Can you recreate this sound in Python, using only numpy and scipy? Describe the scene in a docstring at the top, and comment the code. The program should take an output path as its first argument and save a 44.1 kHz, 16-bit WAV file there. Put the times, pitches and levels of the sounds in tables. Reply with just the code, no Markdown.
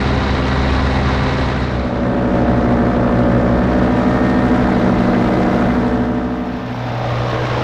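"""Paramotor from three places

Heard in the harness at height, then skimming wet flats, then from the beach as it flies in, with crossfades.
A one-cylinder two-stroke drives a two-blade propeller through a reduction: both are sums of sine multiples,
so firing and blade tones beat, and the blades chop the exhaust. Air rush is shaped noise in overlapping
bands that pulse with the blades; a faint top-end sizzle and a dull reflection off the sand complete it."""
import sys
import numpy as np
from scipy import signal
from scipy.fft import rfft, irfft, next_fast_len
from scipy.io import wavfile
from scipy.ndimage import uniform_filter1d

SR = 44100
rng = np.random.default_rng(int(sys.argv[2]) if len(sys.argv) > 2 else 0)


def store_wav(level_fs):
    """Save 16-bit WAV to argv[1]."""
    pcm = np.round(np.clip(np.atleast_2d(level_fs), -1, 1) * 32767)
    wavfile.write(sys.argv[1], SR, pcm.T.astype(np.int16))


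N = 336483

BLADE_RATIO = .5267  # blade passes per firing
# flying in over the beach: the moment of passing overhead lies after the end
SPEED_M_S, OVERHEAD_S = 10, 8.9
NEAR_M = 17  # distance at which nearing adds no gain


def undb(db):
    """Turn decibels into an amplitude factor."""
    return 10 ** (np.asarray(db) / 20)


def walk(rate_hz, count):
    """Random levels held for 1 / rate_hz and smoothed twice; spread near 1."""
    hold = max(int(SR / rate_hz), 1)
    steps = np.repeat(rng.standard_normal(count // hold + 1), hold)
    return 1.49 * uniform_filter1d(uniform_filter1d(steps, hold), hold)[:count]


def fade(seconds, start, full, leaving, gone, bend_in=1, bend_out=1):
    """Gain that rises, holds and falls; a bend of 1 is straight, more sags."""
    rise = np.clip((seconds - start) / (full - start), 0, 1) ** bend_in
    fall = np.clip((gone - seconds) / (gone - leaving), 0, 1) ** bend_out
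    return rise * fall


def distance_m(seconds):
    """Distance from the listener on the beach to the wing, closing at a steady speed."""
    return SPEED_M_S * (OVERHEAD_S - seconds)


def sizzle(place, seconds, blade_turns):
    """Thin band-passed hiss at the very top, louder once a blade pass and once a propeller turn."""
    # level_db (rms on reaching full, before pulsing), growth_db_per_s
    sizzle_rows = [None, (2.25, 2.6, 5.6, 6.5, -73.5, 3.0), (5.9, 6.4, 7.3, 9., -70, 4.5)]
    count = len(seconds)
    if sizzle_rows[place] is None:
        return np.zeros(count)
    *times, level_db, growth_db_per_s = sizzle_rows[place]
    _, full_s, leaving_s, _ = times
    band = signal.butter(1, (11800, 13800), "bandpass", fs=SR, output="sos")
    hiss = signal.sosfilt(band, rng.standard_normal(count))
    blade_db = 1.8 * np.cos(2 * np.pi * blade_turns)
    turn_db = 1.9 * np.cos(np.pi * blade_turns)
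    pulse_db = blade_db + turn_db + .9 * walk(60, count)
    grown_db = level_db + growth_db_per_s * (np.minimum(seconds, leaving_s) - full_s)
    envelope = fade(seconds, *times, bend_in=1.5, bend_out=1.5)
    return hiss / hiss.std() * envelope * undb(grown_db + pulse_db)


def rush(place, blade_turns, tilt_db, pulse_db, flicker_db):
    """Turbulent air as bands half an octave apart; above the bass they swell per blade pass and flicker."""
    # base spectrum of the air: pitch_hz, then high_db, low_db, beach_db (all dB per Hz)
    air_spectrum = np.array([(28, -53, -50.5, -57), (45, -49, -48, -62), (90, -43.5, -48.5, -53),
                             (150, -48, -48, -51), (230, -50.5, -44.5, -49.5), (356, -52.5, -48.5, -53.5),
                             (515, -53.5, -49, -53), (735, -54, -53, -55), (1000, -54.5, -56, -57.5),
                             (1864, -59, -61.5, -62.5), (2720, -66.5, -72, -67.5), (3380, -68.5, -74, -70),
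                             (3940, -65, -75, -72), (4480, -72, -79, -76.5), (5390, -77, -82.5, -78.5),
                             (8540, -94, -96, -100), (11050, -107, -105, -110), (12600, -118, -114, -122),
                             (15500, -135, -118, -130)])
    count = len(blade_turns)
    size = next_fast_len(count)
    hz = np.maximum(np.arange(size // 2 + 1) * SR / size, 1)
    density_db = np.interp(np.log(hz), np.log(air_spectrum[:, 0]), air_spectrum[:, place + 1])
    colour = undb(density_db) * np.sqrt(SR / 2)
    low_cut = np.minimum(hz / 20, 1) ** 2
    air = rfft(rng.standard_normal(size)) * colour * low_cut

    gust, flutter = walk(24.89, count), walk(120, count)
    gust -= uniform_filter1d(gust, SR // 6)  # gusts stay short, without slow swells
    # one blade passes a little louder than the other
    beat = np.cos(2 * np.pi * blade_turns) + 0.16 * np.cos(np.pi * blade_turns)
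    out = 0
    for centre_hz in 16 * 2 ** np.arange(0, 10.1, .5):
        octaves = np.log2(hz / centre_hz)
        window = np.cos(np.pi * np.clip(octaves, -.5, .5)) ** 2
        band = irfft(air * window, size)[:count]
        # no shared movement up to 250 Hz, all of it from 1 kHz
        upper = np.clip(np.log2(centre_hz / 250) / 2, 0, 1)
        # the band near 4 kHz pulses most
        ring = 1 + 0.73 * np.exp(-(np.log2(centre_hz / 4000) / .4) ** 2)
        flicker = flicker_db * gust + .45 * flutter + 1.05 * walk(140, count)
        movement_db = upper * (pulse_db * ring * beat + flicker) + .4 * walk(20, count)
        treble_db = tilt_db * max(np.log2(centre_hz / 1000), 0)
        out = out + band * undb(movement_db + treble_db)
    return out


def off_the_sand(direct):
    """Direct sound plus a duller copy off the sand, later the nearer the wing comes."""
    engine_m, ear_m = 3.1, 1.5  # heights above the sand
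    sand_share, sand_hz = 0.41, 1300  # reflected amplitude, corner of its low-pass
    samples = np.arange(N)
    # extra path of the bounce, at 343 m/s
    lag = 2 * engine_m * ear_m / distance_m(samples / SR) / 343 * SR
    late = np.interp(samples - lag, samples, direct)
    dulling = signal.butter(1, sand_hz, fs=SR, output="sos")
    return direct + sand_share * signal.sosfiltfilt(dulling, late)


def tones(multiples, table, column, hz, smear):
    """Wavering multiples of a rate; the low ones drag apart in time, the high ones stay one sharp pulse."""
    waver_db, waver_rad = .9, .08
    # a narrow ring of the drive housing lifts tones that glide through it
    housing_hz, half_width_hz, lift_db = 1832, 8, 6
    turns = np.cumsum(hz) / SR
    count = len(turns)
    out = 0
    for multiple, levels in zip(multiples, table):
        ring_db = lift_db * np.exp(-((multiple * hz - housing_hz) / half_width_hz) ** 2)
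        lag_rad = smear * np.log(multiple) + waver_rad * walk(6, count)
        level_db = np.interp(column, range(len(levels)), levels)
        gain = undb(level_db + ring_db + waver_db * walk(3.97, count))
        out = out + np.sqrt(2) * gain * np.cos(2 * np.pi * multiple * turns - lag_rad)
    return out


def propeller(column, firing_hz):
    """Blade tones: whole multiples of the rate at which blades pass."""
    # row k is multiple k of the blade rate, rms levels before waver, ring and place gain: # high_db,
    # low_cruising_db, low_surging_db, low_turned_db, beach_db
    blade_levels = [(-20.5, -24.5, -24.3, -34, -37), (-37, -27.5, -30, -34, -53),
                    (-26, -23, -23.8, -19.5, -52), (-33.5, -22, -20, -29, -43),
                    (-36.2, -26.5, -28.5, -23.5, -31.5), (-32.5, -34, -45, -37, -49),
                    (-41, -30.5, -26.5, -36, -35.5), (-47, -31.5, -38.3, -32, -38),
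                    (-38, -26.5, -37, -43, -35), (-44, -32.8, -36.0, -34.5, -36), (-41, -41, -44, -33, -43),
                    (-44, -46.2, -37, -33.9, -34), (-48, -43, -43, -38.5, -39), (-40, -36.5, -44, -44, -40),
                    (-37.5, -49.9, -41.8, -39.9, -39.6), (-54.0, -50, -45, -43, -42.5),
                    (-44, -55.5, -47, -59, -39), (-54.9, -39.5, -42.5, -50.5, -48),
                    (-54.8, -43.5, -41.5, -49, -55), (-59, -39, -38.5, -39, -47),
                    (-54, -42, -59, -44.8, -50.3), (-57, -46, -45.6, -42, -48),
                    (-52.2, -41.5, -46.7, -42.5, -56), (-56, -54, -54.5, -52, -57.5),
                    (-53.3, -44, -45.7, -43, -47.2), (-58, -51, -62, -61.8, -51.8),
                    (-58, -49.9, -53.5, -55.5, -54.5)]
    multiples = range(1, len(blade_levels) + 1)
    return tones(multiples, blade_levels, column, BLADE_RATIO * firing_hz, smear=14.)


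def exhaust(column, firing_hz, blade_turns, chop):
    """Firing tones, chopped as the blades sweep their path, which puts side tones beside each."""
    # multiples of the firing rate that sound; the last three are the whine of the drive
    firing_multiples = [*range(1, 14), 15, 17, 30]
    # one row per multiple, rms levels before chopping, waver, ring and place gain: # high_db, low_cruising_db,
    # low_surging_db, low_turned_db, beach_db
    firing_levels = [(-24, -24, -25.5, -24.5, -23.5), (-27, -20.5, -19, -21, -42),
                     (-40, -34.5, -42.5, -33, -51), (-34, -48, -38, -33, -37), (-48, -30, -28, -29, -52),
                     (-38, -30.5, -29.5, -29.5, -39), (-55, -47, -46.5, -48, -40.5),
                     (-44, -39.5, -36.5, -49, -49), (-43, -45, -44.2, -41.5, -41),
                     (-55.2, -45, -41, -46, -39.5), (-50, -47, -40, -42.2, -52),
                     (-59, -54.5, -43.9, -47, -54), (-52, -45, -40, -45, -50),
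                     (-39, -42.5, -38.5, -47, -54), (-41.5, -62, -47, -41, -57),
                     (-50, -59, -57, -60, -48.5)]
    firing = tones(firing_multiples, firing_levels, column, firing_hz, smear=25.)
    return firing * (1 + chop * np.cos(2 * np.pi * blade_turns))


def paramotor(place, column, nearing_db):
    """Engine, propeller and air locked to one firing rate, as one place hears them; column picks the colour."""
    # firing rate, one list per place (high, low, beach): time_s, rate_hz
    firing_rates = [
        [(0, 128.9), (1.3, 128.8), (2.35, 128.2)],
        [(1.374, 121.3), (1.7, 120.3), (2.2, 119.2), (2.45, 118.3), (3.55, 118.2), (4.0, 121.3), (4.2, 122.1),
         (4.4, 122.3), (4.6, 121.1), (5.0, 119.4), (5.7, 119.3), (6.0, 119.8), (7.15, 119.7)],
        [(5.8042, 119.0), (6.6, 119.3), (7.2, 120.3), (7.7, 122.8)],
    ]
    # swell and dying away, one row per place: start_s, full_s, leaving_s, gone_s
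    place_fades = [(-.2, -.1, 1.4, 2.35), (1.38, 2.35, 5.65, 7.15), (5.81, 7.1, 7.8, 7.9)]
    # bend of those fades, one row per place [exponents]: tones_in, tones_out, air_in, air_out
    fade_bends = [(1, 1.5, 1, 1.5), (.9, 1.2, 1.1, 2.2), (1.9, 1, .9, 1)]
    # blade action, one row per place: chop_depth [share], rush_pulse_db, flicker_db (both base depths)
    blade_action = [(0.21, 0.84, .55), (0.38, 1, .55), (.2, 0.7, 0.5)]
    # air level [dB]: high, low cruising, low surging, low turned, beach
    air_levels_db = .7, -.7, .2, .6, -.6
    # base treble tilt [dB per octave above 1 kHz], same columns
    air_tilts_db = .1, -.7, .4, .3, .4
    tones_nearing = .3  # share of the nearing gain in dB that tones get; air gets it all
    brighten = .11  # treble tilt, dB per octave for each dB of nearing

    time_s, rate_hz = np.transpose(firing_rates[place])
    start, end = max(int(time_s[0] * SR), 0), min(int(time_s[-1] * SR), N)
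    seconds = np.arange(start, end) / SR
    column, nearing_db = column[start:end], nearing_db[start:end]
    firing_hz = np.interp(seconds, time_s, rate_hz)
    blade_turns = BLADE_RATIO * np.cumsum(firing_hz) / SR
    chop, pulse_db, flicker_db = blade_action[place]

    motor = exhaust(column, firing_hz, blade_turns, chop) + propeller(column, firing_hz)
    tone_fade = fade(seconds, *place_fades[place], *fade_bends[place][:2])
    tone_gain = tone_fade * undb(tones_nearing * nearing_db)

    rush_db = np.interp(column, range(len(air_levels_db)), air_levels_db)
    tilt_db = np.interp(column, range(len(air_tilts_db)), air_tilts_db) + brighten * nearing_db
    air = rush(place, blade_turns, tilt_db, pulse_db, flicker_db)
    air_fade = fade(seconds, *place_fades[place], *fade_bends[place][2:])
    air_gain = air_fade * undb(rush_db + nearing_db)

    out = np.zeros(N)
    out[start:end] = tone_gain * motor + air_gain * air + sizzle(place, seconds, blade_turns)
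    return out


def scene():
    """The three places in turn, crossfaded; only the beach hears distance and the sand."""
    # colour over the flats: time_s, pose (0 cruising, 1 surging, 2 turned)
    flight_poses = [(3.5, 0), (3.85, .7), (4.2, 1), (4.6, 1.1), (5.05, 1.9), (5.5, 2), (5.8, 1), (6.2, 1)]
    seconds = np.arange(N) / SR
    pose = np.clip(np.interp(seconds, *np.transpose(flight_poses)), 0, 2)
    steady = np.zeros(N)
    nearing_db = 20 * np.log10(NEAR_M / distance_m(seconds))
    high = paramotor(place=0, column=np.zeros(N), nearing_db=steady)
    low = paramotor(place=1, column=1 + pose, nearing_db=steady)
    beach = paramotor(place=2, column=np.full(N, 4.), nearing_db=nearing_db)
    fade_in = np.minimum(np.arange(N) / (SR / 250), 1)  # 4 ms
    return (fade_in * (high + low + off_the_sand(beach)))[None]


def record(dry):
    """Soft saturation rounds the peaks a little, then a steep low-pass cuts the top."""
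    top_hz = 15650
    rounded = np.tanh(.6 * dry) / 0.61
    top_cut = signal.ellip(14, .2, 70, top_hz, fs=SR, output="sos")
    return signal.sosfilt(top_cut, rounded)


dry = scene()
out = record(dry)
store_wav(out)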